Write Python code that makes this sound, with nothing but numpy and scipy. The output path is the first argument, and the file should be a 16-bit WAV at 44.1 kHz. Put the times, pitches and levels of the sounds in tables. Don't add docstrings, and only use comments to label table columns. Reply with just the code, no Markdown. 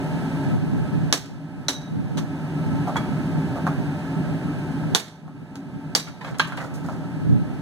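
import sys
import numpy as np
from scipy import signal
from scipy.fft import rfft, irfft
from scipy.io import wavfile
from scipy.ndimage import uniform_filter1d

SR = 44100
rng = np.random.default_rng(int(sys.argv[2]) if len(sys.argv) > 2 else 0)


def store_wav(level_fs):
    pcm = np.round(np.clip(np.atleast_2d(level_fs), -1, 1) * 32767)
    wavfile.write(sys.argv[1], SR, pcm.T.astype(np.int16))


N = 335601
HIT_N = 16384
HIT_S, HIT_HZ, HZ = np.arange(HIT_N) / SR, np.fft.rfftfreq(HIT_N, 1 / SR), np.fft.rfftfreq(N, 1 / SR)

# f/Hz, width/Hz, gain/dB
CHAMBER_MODES = [(158.2, 26, 7.5), (276.1, 26, 9), (610.5, 48, 8), (754, 108, 7), (886, 32.6, 12),
                 (1304.7, 62, 12.5), (1576, 73, 7.5), (1705, 21, 10), (10970, 140, 4)]
# f/Hz, level/dB
FLAME_SPECTRUM = [(25, -51), (40, -33), (60, -20.5), (115, -12), (155, -5), (200, -9.5), (290, -11),
                  (330, -17), (400, -15.5), (500, -72), (900, -66), (2000, -92)]
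JET_SPECTRUM = [(30, -35), (120, 8), (400, 0.5), (800, -3), (1000, -3), (1170, -9), (1500, -6.5),
                (2000, -10.5), (2600, -8.5), (3200, -16), (5000, -20.5), (6600, -25), (8000, -24.5),
                (11000, -29.5), (13000, -33), (16000, -38)]
# t/s, level/dB
FLAME_ENVELOPE = [(.05, -28.5), (.38, -25), (.6, -29), (1.3, -29.5), (2.1, -29.5), (2.6, -27), (3.6, -25),
                  (3.96, -26.5), (4.02, -32.5), (4.13, -25.5), (4.9, -28.5), (5.08, -28), (5.35, -26.5),
                  (5.88, -25), (6.05, -29), (7, -25), (7.6, -28)]
JET_ENVELOPE = [(.5, -32), (.58, -35.5), (2, -35), (3.1, -33), (4.9, -35), (6.2, -31.5), (6.8, -30),
                (7.6, -35.5)]
# f/Hz, level/dB
WIND_SPECTRUM = [(20, -41), (35, -15), (60, -15), (120, 3.5), (190, 0), (300, -9.5), (500, -22.5),
                 (1000, -60), (3000, -101)]
# peak t/s, half length/s, level/dB
WIND_GUSTS = [(.15, 0.023, -23), (.54, 0.051, -18), (.75, 0.085, -20), (1.02, 0.2, -24.5),
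              (1.98, 0.051, -16), (2.17, 0.062, -19), (2.82, 0.32, -32), (4.26, .04, -33),
              (4.93, 0.074, -26.5), (6.75, 0.53, -24.5), (7.32, 0.08, -10.5), (7.52, 0.1, -28)]

# t/s, level/dB, body/dB, fizz/dB, air/dB, lower resonance f/Hz, width/Hz, gain/dB,
# upper resonance f/Hz, gain/dB, chisel ring/dB, ring centre/Hz, pitch/ratio, head ring/dB, shed send/dB
HARD_BLOWS = [(1.1265, -1, -1.5, -1, -1, 3820, 1510, 7, 5700, 12.5, -20.5, 6130, 1.4, -46, -1.5),
              (1.6834, -8.5, -0.5, 0, -2, 4060, 720, 17, 5800, 18, -21, 5300, 1.0, -9, 1),
              (4.9487, 5.5, 1.5, 2, -2, 3620, 1000, 19, 6000, 9, -17, 3820, .99, -33, -3),
              (5.9505, 2.5, -3, 0.5, -1, 4600, 850, 16.5, 5730, 14.5, -12.5, 4060, 1.025, -20, -3)]
# f/Hz, level/dB
STEEL_SPECTRUM = [(40, -41), (150, 4.5), (400, 3.5), (1100, 4), (1700, 4), (2400, 0), (3400, 0.5),
                  (7500, -1), (9500, -8.5), (12000, -11.5), (16000, -21)]
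# f/Hz, level/dB, t60/s
CHISEL_MODES = [(2260, 15, 0.33), (3460, -19, .15), (3580, -7, 0.18), (3680, -14, 0.12), (3900, -13, 0.2),
                (4130, -14, 0.17), (4300, -7, .14), (4570, 15, 0.21), (5650, 9, 0.21), (6100, -8, .16),
                (6250, 6, .16), (7140, -1, .14), (8400, -8, 0.13)]
HEAD_MODES = [(3850, 0, .46), (3973, -5, .3), (5800, -7, .22), (5970, -1, .38), (6487, -10, .22),
              (7246, -12, .2)]
# t/s, level/dB, body/dB, lower resonance f/Hz, upper resonance f/Hz, their gain/dB, contact/s
LIGHT_TAPS = [(2.1718, -31, 5, 3200, 6200, 11, 0.004), (2.1775, -27, 8, 3300, 5900, 10, 0.007),
              (2.1835, -28, 5, 3500, 6300, 10, 0.009), (2.966, -25, 10, 1700, 3500, 8, 0.01),
              (5.5555, -27.5, 6, 4000, 6340, 6, 0.002), (5.9965, -21, -3, 3900, 3880, 13, 0.006)]
# t/s, level/dB, centre f/Hz, contact/s
TOOL_KNOCKS = [(2.872, -21, 725, 0.027), (2.9578, -22, 1080, 0.0029), (2.973, -32, 1100, .004),
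               (3.556, -26, 740, 0.027), (3.6677, -20, 1000, 0.001), (3.6748, -25, 1050, .001),
               (5.279, -30, 895, 0.0015), (6.49, -28, 1200, 0.0048), (6.522, -19, 1110, 0.0014),
               (6.574, -23, 1010, 0.0024), (6.578, -24, 790, 0.0027), (6.602, -20.5, 1300, .008),
               (6.624, -28, 1100, 0.0062), (6.642, -28, 1100, .006), (6.71, -40, 1100, 0.0038),
               (6.85, -35, 1100, .003), (6.885, -21, 870, 0.0036), (6.927, -36, 1000, 0.0042),
               (6.959, -40, 1000, 0.0035)]
# t/s, level/dB
TONG_CLINKS = [(2.965, -29)]
# f/Hz, level/dB, t60/s
TONG_MODES = [(2285, -1, .09), (3333, 0, .075), (5950, -16, .06)]
# t/s, level/dB, contact/s
SHORT_SCUFFS = [(6.069, -23, 0.018), (6.21, -21, 0.0084), (6.246, -19, 0.005), (6.272, -22.5, 0.016),
                (6.344, -27, 0.0078), (6.574, -19.5, 0.01)]
# peak t/s, half length/s, level/dB
SCRAPE_STROKES = [(6.285, 0.046, -28.5), (6.615, 0.056, -29), (6.87, 0.08, -35.5)]
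# f/Hz, level/dB
SLIP_SPECTRUM = [(100, -46), (450, 4.5), (700, -1.5), (1100, -3.5), (1550, 1), (2000, -22), (3500, -13),
                 (7000, -18.5), (16000, -36)]
# t/s, level/dB, contact/s
STEEL_TICKS = [(6.3848, -27, .002), (6.4735, -34, 0.0015), (6.571, -36, .002), (6.739, -34, 0.028),
               (6.862, -42, .003)]
# t/s, level/dB
CLUNK_LANDINGS = [(6.3961, -2.5), (6.4005, -7)]
# f/Hz, level/dB
CLUNK_SPECTRUM = [(60, -41), (250, -3), (480, -17.5), (680, 0), (1000, -3), (1550, 5), (2000, -8.5),
                  (2600, -4), (3300, -5), (4400, -12), (5000, -17), (6100, -15), (7500, -25), (16000, -40)]
# f/Hz, level/dB, t60/s
HEAVY_MODES = [(1160, -8, 0.035), (1440, -3, 0.03), (1610, 6, 0.026), (2030, -9, 0.05), (3230, -11, .05),
               (4280, -9, 0.05)]

# f/Hz, t60/s
EARLY_DECAY = [(150, 0.23), (1000, 0.12), (4000, 0.13), (8000, 0.13), (16000, 0.18)]
LATE_DECAY = [(150, 0.56), (1000, 0.49), (4000, 0.48), (8000, 0.4), (16000, 0.42)]
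# delay/s, level/dB
SHED_ECHOES = [(0.0485, -19.5), (.132, -34.5)]
# f/Hz, likeness/0-1
FORGE_LIKENESS = [(50, 0.44), (150, 1), (280, 1), (450, 0.85), (600, 0.93), (1200, 0.98), (1700, 0.99),
                  (2500, 0.98), (4000, 0.81), (7000, 0.55), (10000, 0.7), (13000, 0.4)]
WORK_LIKENESS = [(100, 0.4), (400, 0.9), (1200, 1), (2600, 0.83), (4000, 0.72), (5000, 0.76), (6300, 0.45),
                 (8000, 0.75), (12000, 0.6)]

UPPER_WIDTH_HZ = 530


def amp(db):
    return 10 ** (np.asarray(db) / 20)


def unit_rms(x):
    return x / np.sqrt(np.mean(x ** 2) + 1e-20)


def unit_energy(x):
    return x / np.sqrt(np.sum(x ** 2, -1, keepdims=True) + 1e-20)


def at_hz(table, hz):
    table_hz, value = np.transpose(table)
    return np.interp(np.log(hz + 1), np.log(table_hz + 1), value)


def curve(table):
    return np.interp(np.arange(N) / SR, *np.transpose(table))


def hump(hz, centre_hz, width_hz):
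    return 1 / (1 + (2 * (hz - centre_hz) / width_hz) ** 2)


def add(mix, start_s, sound):
    part = mix[:, round(start_s * SR):][:, :sound.shape[1]]
    part += sound[:, :part.shape[1]]


def likeness(table, hz, comb_hz=2550, steepness=0.39):
    swing = np.tanh(-steepness * np.cos(2 * np.pi * hz / comb_hz)) / np.tanh(steepness)
    return at_hz(table, hz) * np.where(hz > comb_hz / 2, swing, 1)


def pair(a, b, alike):
    alike = np.clip(alike, -1, 1)
    shared, opposed = np.sqrt((1 + alike) / 2) * a, np.sqrt((1 - alike) / 2) * b
    return np.array([shared + opposed, shared - opposed])


def noise(colour_db, alike):
    a, b = rfft(rng.standard_normal((2, N)))
    return unit_rms(irfft(pair(a, b, alike) * amp(colour_db), N))


def flutter(rate_hz=12.3):
    return unit_rms(irfft(rfft(rng.standard_normal(N)) * (HZ > 1) / (1 + (HZ / rate_hz) ** 4), N))


def swells(table):
    t = np.arange(N) / SR
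    powers = (amp(db) ** 2 / (1 + ((t - peak_s) / half_s) ** 2 / 2) ** 4 for peak_s, half_s, db in table)
    return np.sqrt(sum(powers))


def causal(colour_db):
    log_gain = np.log(amp(np.concatenate([colour_db, colour_db[-2:0:-1]])))
    return np.exp(np.conj(signal.hilbert(log_gain)))[:len(HIT_HZ)]


def forge(flutter_db=1.26):
    chamber_db = sum(db * hump(HZ, hz, width_hz) for hz, width_hz, db in CHAMBER_MODES)
    alike = likeness(FORGE_LIKENESS, HZ)
    flame = noise(at_hz(FLAME_SPECTRUM, HZ) + chamber_db, alike)
    flame *= amp(curve(FLAME_ENVELOPE) + flutter_db * flutter())
    jet = noise(at_hz(JET_SPECTRUM, HZ) + chamber_db, alike) * amp(curve(JET_ENVELOPE))
    shade_db = 5 * hump(HZ, 1720, width_hz=280)
    return flame + irfft(rfft(jet) * amp([-shade_db, shade_db]), N)


def wind(breeze_db=-35.5, flutter_db=6.5):
    strength = np.hypot(amp(breeze_db + flutter_db * flutter()), swells(WIND_GUSTS))
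    return noise(at_hz(WIND_SPECTRUM, HZ), alike=-0.85) * strength * amp([[-0.8], [0.8]])


def contact(colour_db, contact_s):
    chatter = rfft(rng.standard_normal(HIT_N) * np.exp(-(HIT_S / max(contact_s, 1e-4)) ** 2))
    whitened = chatter / np.sqrt(uniform_filter1d(abs(chatter) ** 2, size=300) + 1e-12)
    return unit_energy(irfft(whitened * causal(colour_db)) * (HIT_S < HIT_S[-1] / 2))


def ring(modes, waver_hz=45, waver_depth=0.95):
    out = 0
    for hz, db, t60_s in modes:
        white = rfft(rng.standard_normal((2, HIT_N)))
        a, b = unit_rms(irfft(white / (1 + (HIT_HZ / waver_hz) ** 2)))
        waver = 1 + waver_depth * (a + 1j * b) * (1 - np.exp(-HIT_S * waver_hz * 2))
        tone = (waver * np.exp(2j * np.pi * hz * HIT_S)).imag
        out = out + amp(db) * np.exp(-np.log(1000) * HIT_S / t60_s) * tone
    return unit_energy(out)


def chisel_ring(centre_hz, pitch=1, falloff_db_per_oct=16):
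    modes = [(hz * pitch, db - falloff_db_per_oct * abs(np.log2(hz / centre_hz)), t60_s)
             for hz, db, t60_s in CHISEL_MODES]
    return ring(modes, waver_hz=120)


def steel_colour(body_db, fizz_db=0, air_db=0):
    body = 1 / (1 + (HIT_HZ / 2000) ** 4)
    fizz = 1 - 1 / (1 + (HIT_HZ / 7000) ** 6)
    air = 1 - 1 / (1 + (HIT_HZ / 12500) ** 16)
    return at_hz(STEEL_SPECTRUM, HIT_HZ) + body_db * body + fizz_db * fizz + air_db * air


def strike(db, steel_db, seat_db, ringing, contact_s, send_db=0):
    body_cut_db = 2 / (1 + (HIT_HZ / 3000) ** 4)
    direct = contact(steel_db + seat_db - body_cut_db, contact_s) + ringing
    outward = unit_energy(irfft(causal(steel_db + 0.31 * seat_db))) + amp(-6) * ringing
    return shed(direct, amp(send_db) * outward, db, early_db=2, late_db=-14)


def ports(sound, smear_s=0.0008):
    alike = np.clip(likeness(WORK_LIKENESS, HIT_HZ), -0.99, 0.99)
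    smear = rfft(contact(np.zeros_like(HIT_HZ), smear_s))
    shared = irfft(rfft(sound) * causal(10 * np.log10((1 + alike) / 2)))
    opposed = irfft(rfft(sound) * causal(10 * np.log10((1 - alike) / 2)) * smear)
    return np.array([shared + opposed, shared - opposed])


def scatter(decay, rise_s):
    hz, t, (a, b) = signal.stft(rng.standard_normal((2, HIT_N)), SR, nperseg=256)
    bands = pair(a, b, likeness(WORK_LIKENESS, hz)[:, None])
    bands *= np.exp(-np.log(1000) * t / at_hz(decay, hz)[:, None])
    tail = signal.istft(bands, SR, nperseg=256)[1][:, :HIT_N]
    return unit_energy(tail * (1 - np.exp(-(HIT_S / rise_s) ** 2)))


def shed(direct, outward, level_db, early_db, late_db):
    response = amp(early_db) * scatter(EARLY_DECAY, rise_s=0.0016)
    response += amp(late_db) * scatter(LATE_DECAY, rise_s=0.025)
    for delay_s, db in SHED_ECHOES:
        echo = unit_energy(rng.standard_normal((2, HIT_N)) * np.exp(-HIT_S / 0.0079))
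        add(response, delay_s, amp(db + early_db) * echo)
    heard = signal.fftconvolve(outward[None], response, axes=1)
    add(heard, 0, ports(direct))
    return amp(level_db) * unit_energy(heard) * np.sqrt(SR * 0.01)


def blows(contact_s=0.0012):
    out = np.zeros((2, N))
    for (start_s, db, body_db, fizz_db, air_db, low_hz, width_hz, low_db, high_hz, high_db,
         ring_db, ring_hz, pitch, head_db, send_db) in HARD_BLOWS:
        steel_db = steel_colour(body_db, fizz_db, air_db)
        seat_db = low_db * hump(HIT_HZ, low_hz, width_hz)
        seat_db += high_db * hump(HIT_HZ, high_hz, UPPER_WIDTH_HZ)
        ringing = amp(ring_db) * chisel_ring(ring_hz, pitch) + amp(head_db) * ring(HEAD_MODES)
        add(out, start_s, strike(db, steel_db, seat_db, ringing, contact_s, send_db))
    return out


def taps(ring_db=-22, lower_width_hz=1900):
    out = np.zeros((2, N))
    for start_s, db, body_db, low_hz, high_hz, peak_db, contact_s in LIGHT_TAPS:
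        seat = hump(HIT_HZ, low_hz, lower_width_hz) + hump(HIT_HZ, high_hz, UPPER_WIDTH_HZ)
        ringing = amp(ring_db) * chisel_ring(high_hz)
        add(out, start_s, strike(db, steel_colour(body_db), peak_db * seat, ringing, contact_s))
    return out


def bump(db, contact_s, centre_hz, width_oct, grit_db):
    body = np.exp(-0.5 * (np.log2((HIT_HZ + 1) / centre_hz) / width_oct) ** 2)
    grit = amp(grit_db) * (HIT_HZ + 1) / (HIT_HZ + 300) / (1 + (HIT_HZ / 6500) ** 2)
    sound = contact(20 * np.log10(body + grit), contact_s)
    return shed(sound, sound, db, early_db=3, late_db=-9)


def knocks():
    out = np.zeros((2, N))
    for start_s, db, centre_hz, contact_s in TOOL_KNOCKS:
        grit_db = -28.5 - np.log10(contact_s / 0.0018)
        add(out, start_s, bump(db, contact_s, centre_hz, width_oct=0.52, grit_db=grit_db))
    return out


def tongs():
    out = np.zeros((2, N))
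    for start_s, db in TONG_CLINKS:
        clink = ring(TONG_MODES)
        add(out, start_s, shed(clink, clink, db, early_db=-8, late_db=-18))
    return out


def scuffs():
    out = np.zeros((2, N))
    for start_s, db, contact_s in SHORT_SCUFFS:
        add(out, start_s, bump(db, contact_s, centre_hz=1180, width_oct=0.93, grit_db=-25))
    return out


def scrapes(slips_per_s=170):
    slips = rng.exponential(1, N).clip(0, 2.5) * (rng.random(N) < slips_per_s / SR)
    slip = contact(at_hz(SLIP_SPECTRUM, HIT_HZ), contact_s=0.00051) + amp(-21) * ring(HEAVY_MODES)
    slip_in_shed = shed(slip, slip, 0, early_db=10.5, late_db=-5)
    rattle = signal.oaconvolve(slips[None], slip_in_shed, axes=1)[:, :N]
    return unit_rms(rattle) * swells(SCRAPE_STROKES)


def ticks():
    out = np.zeros((2, N))
    for start_s, db, contact_s in STEEL_TICKS:
        add(out, start_s, bump(db, contact_s, centre_hz=7300, width_oct=0.47, grit_db=-1))
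    return out


def clunk(ring_db=2.5):
    out = np.zeros((2, N))
    for start_s, db in CLUNK_LANDINGS:
        thud = contact(at_hz(CLUNK_SPECTRUM, HIT_HZ), contact_s=0.0018)
        direct = thud + amp(ring_db) * ring(HEAVY_MODES)
        add(out, start_s, shed(direct, thud, db, early_db=1, late_db=-9.5))
    return out


def scene():
    work = blows() + taps() + knocks() + scuffs() + ticks() + tongs() + clunk() + scrapes()
    work = signal.sosfilt(signal.butter(2, 110, "high", fs=SR, output="sos"), work)
    return forge() + wind() + work * amp([[-0.9], [0.9]])


def record(dry, threshold_db=-16.5, cut_db_per_db=0.78, recovery_db_per_s=7, cutoff_hz=16200):
    treble = signal.sosfilt(signal.butter(2, 2000, "high", fs=SR, output="sos"), dry)
    power_db = 10 * np.log10(abs(uniform_filter1d((treble ** 2).mean(0), size=300)) + 1e-12)
    cut_db = cut_db_per_db * np.maximum(power_db - threshold_db, 0)
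    recovery_db = recovery_db_per_s * np.arange(N) / SR
    held_db = np.maximum.accumulate(cut_db + recovery_db) - recovery_db
    ducked = dry * amp(-uniform_filter1d(held_db, size=100))
    limited = ducked / (1 + ducked ** 6) ** (1 / 6)
    lowpass = signal.firwin(301, cutoff_hz, window=("kaiser", 9), fs=SR)
    return signal.oaconvolve(limited, lowpass[None], "same")


dry = scene()
out = record(dry)
store_wav(out)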